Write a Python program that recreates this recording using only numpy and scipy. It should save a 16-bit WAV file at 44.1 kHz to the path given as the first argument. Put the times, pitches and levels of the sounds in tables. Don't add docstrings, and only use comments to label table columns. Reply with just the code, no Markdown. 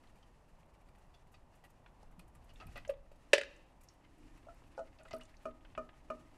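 import sys
import numpy as np
from scipy import signal
from scipy.fft import rfft, irfft
from scipy.io import wavfile

SR = 44100
rng = np.random.default_rng(int(sys.argv[2]) if len(sys.argv) > 2 else 0)


def attenuation_scalar(level_db):
    decades = np.asarray(level_db, float) / 20
    return 10 ** decades


def master(y):
    cut = np.clip(np.atleast_2d(y).T, -1, 1)
    pcm = np.round(cut * 32767)
    wavfile.write(sys.argv[1], SR, pcm.astype(np.int16))


N = 281121

# (frequency [Hz], relative level per hertz [dB])
ROOM_TONE = [(59, -23), (100, -5), (163, -3), (275, -9), (317, -7.5), (429, -10), (570, -7), (698, -7.5),
             (926, -7), (1960, -27.5), (3670, -34), (4770, -39.5), (12600, -41), (16400, -73.5),
             (22000, -120)]
ROOM_TONE_DB = -69

# (frequency [Hz], relative level per hertz [dB])
RUMBLE = [(7.1, -43), (12, 3), (30, 1.5), (76, -7), (166, -15.5), (204, -21.5), (250, -19.5), (320, -40.5),
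          (550, -120)]
# (time [s], level [dB])
MOVEMENT = [(0, -63), (1.0, -63), (1.8, -64), (2.0, -61), (2.55, -58.5), (2.67, -50), (2.84, -54),
            (2.95, -59), (3.3, -64), (4.0, -64), (4.33, -60), (5.0, -63), (5.6, -61), (6.37, -62)]

# (frequency [Hz], relative level per hertz [dB])
HISS = [(600, -10.5), (1200, -2), (1600, -3), (1820, 2), (2200, -3), (2800, -2), (3300, -9), (4500, -10),
        (8000, -12.5), (12000, -19), (13500, -34.5)]
# (time [s], level [dB])
HISS_LEVEL = [(0, -77), (.3, -79.5), (2.3, -80), (2.55, -76), (2.77, -69), (2.92, -84), (3.15, -80),
              (3.3, -75), (3.9, -79), (4.33, -73.5), (4.7, -75), (5.0, -77), (5.25, -73), (5.6, -77),
              (6.13, -78), (6.27, -72), (6.37, -75)]

# (time [s], level [dB])
HUM_LEVEL = [(0, -76), (.4, -84), (2.0, -81), (2.55, -77), (2.74, -69), (2.92, -80), (3.3, -72),
             (3.65, -73), (3.8, -90), (4.05, -73), (4.3, -68), (4.5, -72), (4.7, -70), (5.4, -76),
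             (5.57, -70), (5.9, -75), (6.3, -68.5)]
CUP_HZ, CUP_WIDTH_HZ = 295, 90

# (frequency [Hz], time to fall 60 dB [s], relative level [dB])
WALLS = [(300, 0.44, -14), (1017, 0.51, -16), (2500, 0.64, -18), (4500, 0.5, -15), (7000, .28, -23),
         (12000, 0.14, -29.5)]
UNDERBODY_T60_S, UNDERBODY_CUT_HZ = 0.13, 4800
NEAR_ECHO_DB, BLOW_ECHO_DB = -14, -15

# (time [s], peak level [dB], pitch [Hz], time to fall 60 dB [s])
BUMPS = [(1.335, -58, 121, 0.1), (1.9, -61, 140, 0.1), (2.179, -47, 176, 0.096), (2.357, -56.5, 162, 0.14),
         (2.654, -47, 160, 0.1), (2.76, -59, 255, 0.091), (5.128, -56.5, 97, 0.14)]

# (time [s], level [dB], resonance [Hz], relative treble [dB], rubbing time [s])
RUSTLES = [(0.0353, -65, 2000, -14, 0.006), (0.154, -70, 2400, -5, 0.005), (0.2273, -64, 3080, -30, 0.006),
           (0.8866, -66, 2330, -6, 0.0035), (0.9794, -71, 1540, -5, 0.015), (1.1393, -65, 3400, -14, 0.012),
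           (1.315, -78, 1500, 7, 0.014), (1.341, -63, 3800, -28, 0.008), (1.342, -66, 2600, -28, 0.008),
           (1.5494, -78, 1410, 7, 0.012), (1.6376, -60, 1880, -8, 0.018), (1.699, -73, 2170, 5, 0.007),
           (2.1932, -55, 2480, -5, 0.0033), (2.3512, -64, 1500, -1.5, 0.0046), (2.439, -82, 2340, 11, 0.01),
           (2.4912, -61, 2900, -30, 0.014), (2.532, -80, 2400, 10, 0.012), (2.600, -54, 2650, -35, 0.013),
           (2.602, -55, 1250, -35, 0.03), (2.604, -60, 1600, -35, 0.02), (2.68, -61, 800, -30, 0.015),
           (2.6694, -62, 2500, -8, 0.0042), (2.7555, -50, 1960, -20, 0.025), (2.756, -55, 2560, -35, 0.03),
           (2.765, -55, 1500, -35, 0.015), (2.8494, -68, 4500, -6, 0.005), (2.8948, -48, 1700, -13, 0.008),
           (3.115, -68, 2380, -4, 0.007), (4.0394, -67, 2130, -38, 0.012), (4.3724, -66, 2080, -4, 0.006),
           (4.8703, -65, 2075, -29, 0.0064), (4.927, -66, 2100, -25, 0.004), (4.986, -63, 2670, -25, 0.008),
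           (5.0048, -61, 1460, -27, 0.011), (5.0515, -55, 1550, -25, 0.006),
           (5.0782, -62, 2020, -16, 0.008), (5.1092, -49, 2600, -26, 0.0033),
           (5.113, -50, 2030, -30, 0.005), (5.1304, -51, 2700, -14, 0.005), (5.131, -52, 1950, -30, 0.004),
           (5.1642, -65, 4400, -20, 0.004), (5.2107, -53, 2800, -30, 0.0033)]
# (frequency [Hz], width [Hz], relative level [dB])
PLUG = [(709, 73, 4.5), (1230, 130, 0.5), (1930, 48, -2), (2520, 150, -6), (2770, 140, -7), (4570, 230, -8)]
WASH_DB, TREBLE_RISE_S = -4, .004
CREST_DB = 6
FAINT_PER_S, FAINT_DB, FAINT_SPREAD_DB = 7, -76, 3
FAINT_TREBLE_DB, FAINT_TREBLE_SPREAD_DB = -5, 6
FAINT_LOW_HZ, FAINT_HIGH_HZ, FAINT_RUB_S = 1400, 3000, .009

# (time [s], level [dB])
TICKS = [(0.63, -62), (1.8615, -49), (2.8494, -45), (2.9375, -56), (4.048, -57), (4.228, -60), (4.428, -60),
         (4.494, -58), (4.638, -60), (5.6495, -49), (5.7506, -46), (5.8905, -48), (6.003, -60)]
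TICK_LOW_HZ, TICK_HIGH_HZ, TICK_T60_S = 500, 3100, .04
TRICKLE_FROM_S, TRICKLE_PER_S, TRICKLE_DB, TRICKLE_SPREAD_DB = 4.0, 16, -66, 3
# (time [s], level [dB], pitch [Hz])
SNAPS = [(0.073, -63, 3500), (2.028, -47, 850), (2.029, -62, 5000), (2.029, -63, 8500), (2.193, -54, 9500),
         (2.351, -59, 9500), (2.5575, -52, 3000), (2.668, -56, 10500), (2.774, -54, 10500),
         (2.877, -49, 6300), (2.881, -57, 9500), (2.899, -52, 10500), (3.563, -61, 7200),
         (3.8867, -47, 5400), (4.619, -47, 1000), (4.773, -60, 5000), (4.986, -60, 4400),
         (5.033, -57, 8300), (5.082, -58, 3500), (5.085, -62, 8500), (5.110, -54, 6500),
         (5.1304, -47, 4700), (5.145, -53, 8600), (5.164, -58, 10000), (5.183, -59, 10300),
         (5.208, -61, 9000), (5.234, -55, 7200), (5.253, -56, 7500), (5.255, -62, 4300), (5.295, -64, 4300),
         (5.3405, -50, 2150), (5.368, -57, 5000)]
SNAP_WIDTH, SNAP_T60_S = 1.25, .026

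# (time [s], peak level [dB], start pitch [Hz], end pitch [Hz], glide [s], time to fall 60 dB [s])
BUBBLES = [(2.874, -48, 615, 590, 0.0044, .04), (2.890, -27.5, 640, 550, 0.0092, .035),
           (2.916, -47, 570, 500, .010, .07), (5.190, -60, 1100, 2100, .014, .02),
           (5.206, -54, 2300, 2900, .008, .05), (5.052, -58, 1900, 1300, .008, .04),
           (5.080, -60, 1700, 2050, .008, .04), (5.112, -53, 1700, 2050, .005, .035),
           (5.160, -62, 1200, 1500, .01, .04)]

# (time [s], level [dB], pitch ratio, and the changes of the
# off-centre modes [dB], upper modes [dB], bass modes [dB], short modes [dB])
DRIPS = [(4.467, -49, 1.06, -24, -14, -14, 8), (4.485, -46, 1.06, -34, -3, -14, -14),
         (4.7775, -34, 1.0, 8, -7, -12, 0), (4.791, -33, 1.03, -5, -9, -12, -3),
         (4.999, -53, 1, -16, -12, -5, 0), (5.052, -51, 1.01, -1, 0, -5, 0),
         (5.135, -34, 1.0, -31, -6, 1, -5), (5.454, -31.5, 0.995, -16, -1, 0, 0),
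         (5.776, -30.5, 0.99, -15, 2.5, 0, 0), (6.101, -30.5, 0.985, -16.5, 2, 0, 0)]
# (frequency [Hz], relative level [dB], time to fall 60 dB [s])
PAN = [(247.8, -10, 0.3), (305, -14, 0.15), (382.6, -11, 0.2), (445, -15, 0.18), (556, 5, 0.048),
       (641.8, 7, 0.14), (618, -7, 0.2), (897, -5, 0.02), (760, -10, 0.05), (1042, -4, 0.048),
       (1215, -4, 0.1), (1252, 1.5, 0.11), (1310, -5, 0.13), (1450, -12, 0.04), (1810, -23, 0.15),
       (2450, -6.5, 0.03), (2900, -12.5, 0.032)]
# (frequency [Hz], relative level [dB], time to fall 60 dB [s])
OFF_CENTRE = [(540, 7, 0.1), (834, 4, 0.045), (1460, -4, 0.09)]
PUSH_DB, PUSH_S = -17, .0012

# (time [s], level [dB], low-mode change [dB], rise [s], ring time ratio)
KNOCKS = [(2.027, -56.5, 16, 0.0015, 0.44), (2.7545, -44.5, 10, 0.003, 1.1), (2.893, -39, 5, 0.0039, 0.48),
          (3.113, -51, 14, 0.0029, 0.41)]
# (time [s], level [dB], low-mode change [dB], rise [s], ring time ratio, crack [dB])
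LANDING = (3.3319, -7.3, -3.5, 0.0011, 0.8, -12)
# (frequency [Hz], relative level [dB])
BODY = [(375, -11), (425, -16), (480, -28), (530, -9), (568, 0), (620, -9), (725, -15.5), (880, -17),
        (1050, -28), (1250, -20.5), (1450, -13), (1600, -35), (1680, -4), (1760, -11), (1935, -11),
        (2070, -7), (2320, -4), (2500, -4), (2700, -2), (2790, -9), (2900, -6.5), (3160, -7), (3400, -12),
        (3670, -4), (3900, -11), (4320, -11), (4660, -11), (5040, -15), (5600, -11), (6000, -18),
        (7830, -19)]
BODY_CYCLES, BODY_LONGEST_S = 36, .06
BLOW_SPREAD_DB, BODY_CUT_HZ = 4, 300
SOFT_CRACK_DB = -22
REBOUND_S, REBOUND_DB, REBOUND_LOW_DB = .004, -15, -22
FIRST_HOP_S, HOP_RATIO = .048, .665
FIRST_BOUNCE_DB, BOUNCE_LOSS_DB, BOUNCE_THINS_DB = -21, 8, 5.5
BOUNCE_RING, BOUNCE_CRACK_DB = 1.1, -15
RATTLE_LOW_HZ, RATTLE_HIGH_HZ, RATTLE_DB, RATTLE_T60_S = 1300, 4800, -23.5, .115
WOBBLE_PER_S = 90


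def rms_one(x):
    return x / np.sqrt(np.mean(x ** 2) + 1e-20)


def at_hz(points, hz):
    points = np.array(points)
    return np.interp(np.log(hz), np.log(points[:, 0]), points[:, 1])


def at_every_sample(curve):
    return np.interp(np.arange(N) / SR, *np.transpose(curve))


def drift(rate):
    knots = rng.standard_normal(int(rate * N / SR) + 3)
    return np.interp(np.arange(N) * rate / SR, np.arange(len(knots)), knots)


def coloured(spectrum):
    hz = np.maximum(np.arange(N // 2 + 1) * SR / N, 1)
    white = rfft(rng.standard_normal(N))
    return rms_one(irfft(white * attenuation_scalar(at_hz(spectrum, hz)), N))


def bandpass(x, low_hz, high_hz, order):
    return signal.sosfilt(signal.butter(order, [low_hz, high_hz], "band", fs=SR, output="sos"), x)


def highpass(x, cut_hz):
    return signal.sosfilt(signal.butter(4, cut_hz, "high", fs=SR, output="sos"), x)


def add(out, s, sound):
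    i = int(round(s * SR))
    out[i:i + len(sound)] += sound[:len(out) - i]


def burst(low_hz, high_hz, t60):
    t = np.arange(SR // 10) / SR
    noise = rms_one(bandpass(rng.standard_normal(len(t)), low_hz, high_hz, 4))
    return attenuation_scalar(-CREST_DB - 60 * t / t60) * noise


def strike(modes, rise_s, crack_db, crack_t60, wobble_db, cut_hz):
    t = np.arange(SR // 2) / SR
    rings = np.zeros(len(t))
    for k, (hz, db, t60) in enumerate(modes):
        waver = rng.standard_normal(80) * np.minimum(np.arange(80) / 2, 1)
        wobble = wobble_db * np.interp(t * WOBBLE_PER_S, np.arange(80), waver)
        strength = attenuation_scalar(db - 60 * t / max(t60, .005) + wobble)
        rings += strength * np.sin(2 * np.pi * hz * t + k * k)
    rings = rings * (1 - np.exp(-(t / rise_s) ** 2))
    rings = highpass(rings, cut_hz)
    crack = bandpass(rng.standard_normal(len(t)), 2400, 8800, 3)
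    crack = crack * np.minimum(t / .002, 1) * attenuation_scalar(crack_db - 60 * t / crack_t60)
    return rings / np.abs(rings).max() + crack


def room_tone():
    return attenuation_scalar(ROOM_TONE_DB + 1.1 * drift(2.9)) * coloured(ROOM_TONE)


def movement_rumble():
    return attenuation_scalar(at_every_sample(MOVEMENT) + 0.55 * drift(24)) * coloured(RUMBLE)


def glove_and_oil_hiss():
    return attenuation_scalar(at_every_sample(HISS_LEVEL) + 2.6 * drift(40)) * coloured(HISS)


def cup_hum():
    half = CUP_WIDTH_HZ / 2
    air = rms_one(bandpass(rng.standard_normal(N), CUP_HZ - half, CUP_HZ + half, 2))
    return attenuation_scalar(at_every_sample(HUM_LEVEL) + 2.5 * drift(9)) * air


def garage(x):
    t, tail = np.arange(int(.7 * SR)) / SR, 0
    edges = 150 * 2 ** np.arange(0, 7, .5)
    hz, t60, walls_db = np.transpose(WALLS)
    for low, high in zip(edges, edges[1:]):
        band = bandpass(rng.standard_normal(len(t)), low, high, 2)
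        walls = attenuation_scalar(at_hz(np.c_[hz, walls_db], low) - 60 * t / at_hz(np.c_[hz, t60], low))
        close = attenuation_scalar(-60 * t / UNDERBODY_T60_S) / np.hypot(1, low / UNDERBODY_CUT_HZ)
        tail = tail + band * np.hypot(close, walls)
    tail = tail * np.clip((t - .002) / .004, 0, 1)
    return signal.fftconvolve(x, tail / np.sqrt(np.sum(tail ** 2)))[:N]


def bumps():
    out, t = np.zeros(N), np.arange(SR // 3) / SR
    for s, db, hz, t60 in BUMPS:
        shape = np.minimum(t / 0.0069, 1) * attenuation_scalar(db - 60 * t / t60)
        add(out, s, shape * np.sin(2 * np.pi * hz * t))
    return out


def faint_rustles(count=60):
    s = np.cumsum(rng.exponential(1 / FAINT_PER_S, count))
    db = FAINT_DB + FAINT_SPREAD_DB * rng.standard_normal(count)
    hz = FAINT_LOW_HZ * (FAINT_HIGH_HZ / FAINT_LOW_HZ) ** rng.random(count)
    treble_db = FAINT_TREBLE_DB + FAINT_TREBLE_SPREAD_DB * rng.standard_normal(count)
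    rows = np.c_[s, db, hz, treble_db, np.full(count, FAINT_RUB_S)]
    return rows[s < N / SR - .01]


def rustles():
    out, t = np.zeros(N), np.arange(int(.3 * SR)) / SR
    for s, db, hz, treble_db, rub_s in [*RUSTLES, *faint_rustles()]:
        grains = rng.standard_normal((3, len(t))) * attenuation_scalar(5.0 * rng.standard_normal(len(t)))
        peak = rms_one(bandpass(grains[0], hz / 1.035, hz * 1.035, 3))
        wash = rms_one(bandpass(grains[1], hz / 6.4, hz * 1.81, 3))
        treble = rms_one(bandpass(grains[2], 6000, 13000, 3))
        t60 = 0.035 + 1.7 * rub_s
        rise = np.minimum(t / (0.00024 + 0.089 * rub_s), 1)
        shape = rise * attenuation_scalar(-60 * np.maximum(t - rub_s, 0) / t60)
        snap = 1 + 1.3 * np.exp(-t / 0.0011)
        wash = snap * shape * wash
        plug = sum(attenuation_scalar(level) * signal.lfilter(*signal.iirpeak(mode_hz, mode_hz / width, SR), wash)
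                   for mode_hz, width, level in PLUG)
        wash = wash + attenuation_scalar(9) * plug
        treble = np.minimum(t / TREBLE_RISE_S, 1) * shape * attenuation_scalar(treble_db) * treble
        add(out, s, attenuation_scalar(db - CREST_DB) * (shape * peak + attenuation_scalar(WASH_DB) * wash + treble))
    return out


def trickle(count=60):
    s = TRICKLE_FROM_S + np.cumsum(rng.exponential(1 / TRICKLE_PER_S, count))
    db = TRICKLE_DB + TRICKLE_SPREAD_DB * rng.standard_normal(count)
    return np.c_[s, db][s < N / SR - .01]


def ticks_and_snaps():
    out = np.zeros(N)
    for s, db in [*TICKS, *trickle()]:
        add(out, s, attenuation_scalar(db) * burst(TICK_LOW_HZ, TICK_HIGH_HZ, TICK_T60_S))
    for s, db, hz in SNAPS:
        add(out, s, attenuation_scalar(db) * burst(hz / SNAP_WIDTH, hz * SNAP_WIDTH, SNAP_T60_S))
    return out


def drips():
    out, t = np.zeros(N), np.arange(SR // 50) / SR
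    push = t / PUSH_S * np.exp(1 - t / PUSH_S)
    for s, db, ratio, off_db, upper_db, bass_db, short_db in DRIPS:
        modes = []
        for hz, level, t60 in PAN:
            level = level + upper_db * (hz > 900) + bass_db * (hz < 500) + short_db * (t60 < .06)
            modes.append((hz * ratio, level, t60))
        modes += [(hz, level + off_db, t60) for hz, level, t60 in OFF_CENTRE]
        tap = strike(modes, rise_s=0.00084, crack_db=-26, crack_t60=0.063, wobble_db=1.6, cut_hz=200)
        add(out, s, attenuation_scalar(db) * tap)
        add(out, s - PUSH_S, -attenuation_scalar(db + bass_db + PUSH_DB) * push)
    return out


def bubbles():
    out, t = np.zeros(N), np.arange(SR // 5) / SR
    for s, db, from_hz, to_hz, glide_s, t60 in BUBBLES:
        glide = np.minimum(t / glide_s, 1)
        hz = from_hz * (to_hz / from_hz) ** glide
        swell = np.sin(np.pi / 2 * glide) ** 1.3
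        fade = attenuation_scalar(db - 60 * np.maximum(t - glide_s, 0) / t60)
        add(out, s, swell * fade * np.sin(2 * np.pi * np.cumsum(hz) / SR))
    return out


def bounces():
    s, _, low_db, rise_s, *_ = LANDING
    hops = s + FIRST_HOP_S * np.cumsum(HOP_RATIO ** np.arange(3))
    return [(at, FIRST_BOUNCE_DB - BOUNCE_LOSS_DB * k, low_db - BOUNCE_THINS_DB * (k + 1),
             rise_s, BOUNCE_RING, BOUNCE_CRACK_DB) for k, at in enumerate(hops)]


def rattle():
    t = np.arange(SR // 2) / SR
    grains = rng.standard_normal(len(t)) * attenuation_scalar(3.5 * rng.standard_normal(len(t)))
    noise = rms_one(bandpass(grains, RATTLE_LOW_HZ, RATTLE_HIGH_HZ, 3))
    return noise * np.minimum(t / .003, 1) * attenuation_scalar(-60 * t / RATTLE_T60_S)


def knocks_and_dropped_part():
    out = np.zeros(N)
    rebound = (LANDING[0] + REBOUND_S, REBOUND_DB, REBOUND_LOW_DB, *LANDING[3:])
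    soft = [(*row, SOFT_CRACK_DB) for row in KNOCKS]
    for row in [*soft, LANDING, rebound, *bounces()]:
        s, db, low_db, rise_s, ring, crack_db = row
        lesser = row not in (LANDING, rebound)
        shares_db = rng.normal(0, BLOW_SPREAD_DB, len(BODY)) * lesser
        modes = []
        for (hz, level), share_db in zip(BODY, shares_db):
            t60 = ring * min(BODY_CYCLES / hz, BODY_LONGEST_S)
            modes.append((hz, level + share_db + low_db * (hz < 900), t60))
        blow = strike(modes, rise_s, crack_db, crack_t60=0.037, wobble_db=1.5, cut_hz=290)
        add(out, s, attenuation_scalar(db) * (blow + attenuation_scalar(RATTLE_DB + crack_db - LANDING[-1]) * rattle()))
    return highpass(out, BODY_CUT_HZ)


def scene():
    air = room_tone() + movement_rumble() + glove_and_oil_hiss() + cup_hum()
    near = rustles() + ticks_and_snaps() + drips() + bubbles()
    blows = knocks_and_dropped_part()
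    echoes = garage(attenuation_scalar(NEAR_ECHO_DB) * near + attenuation_scalar(BLOW_ECHO_DB) * blows)
    return (air + bumps() + echoes + near + blows)[None]


def roll_off(x):
    return signal.sosfilt(signal.butter(12, 16060, fs=SR, output="sos"), x)


def record(dry):
    return roll_off(dry)


dry = scene()
out = record(dry)
master(out)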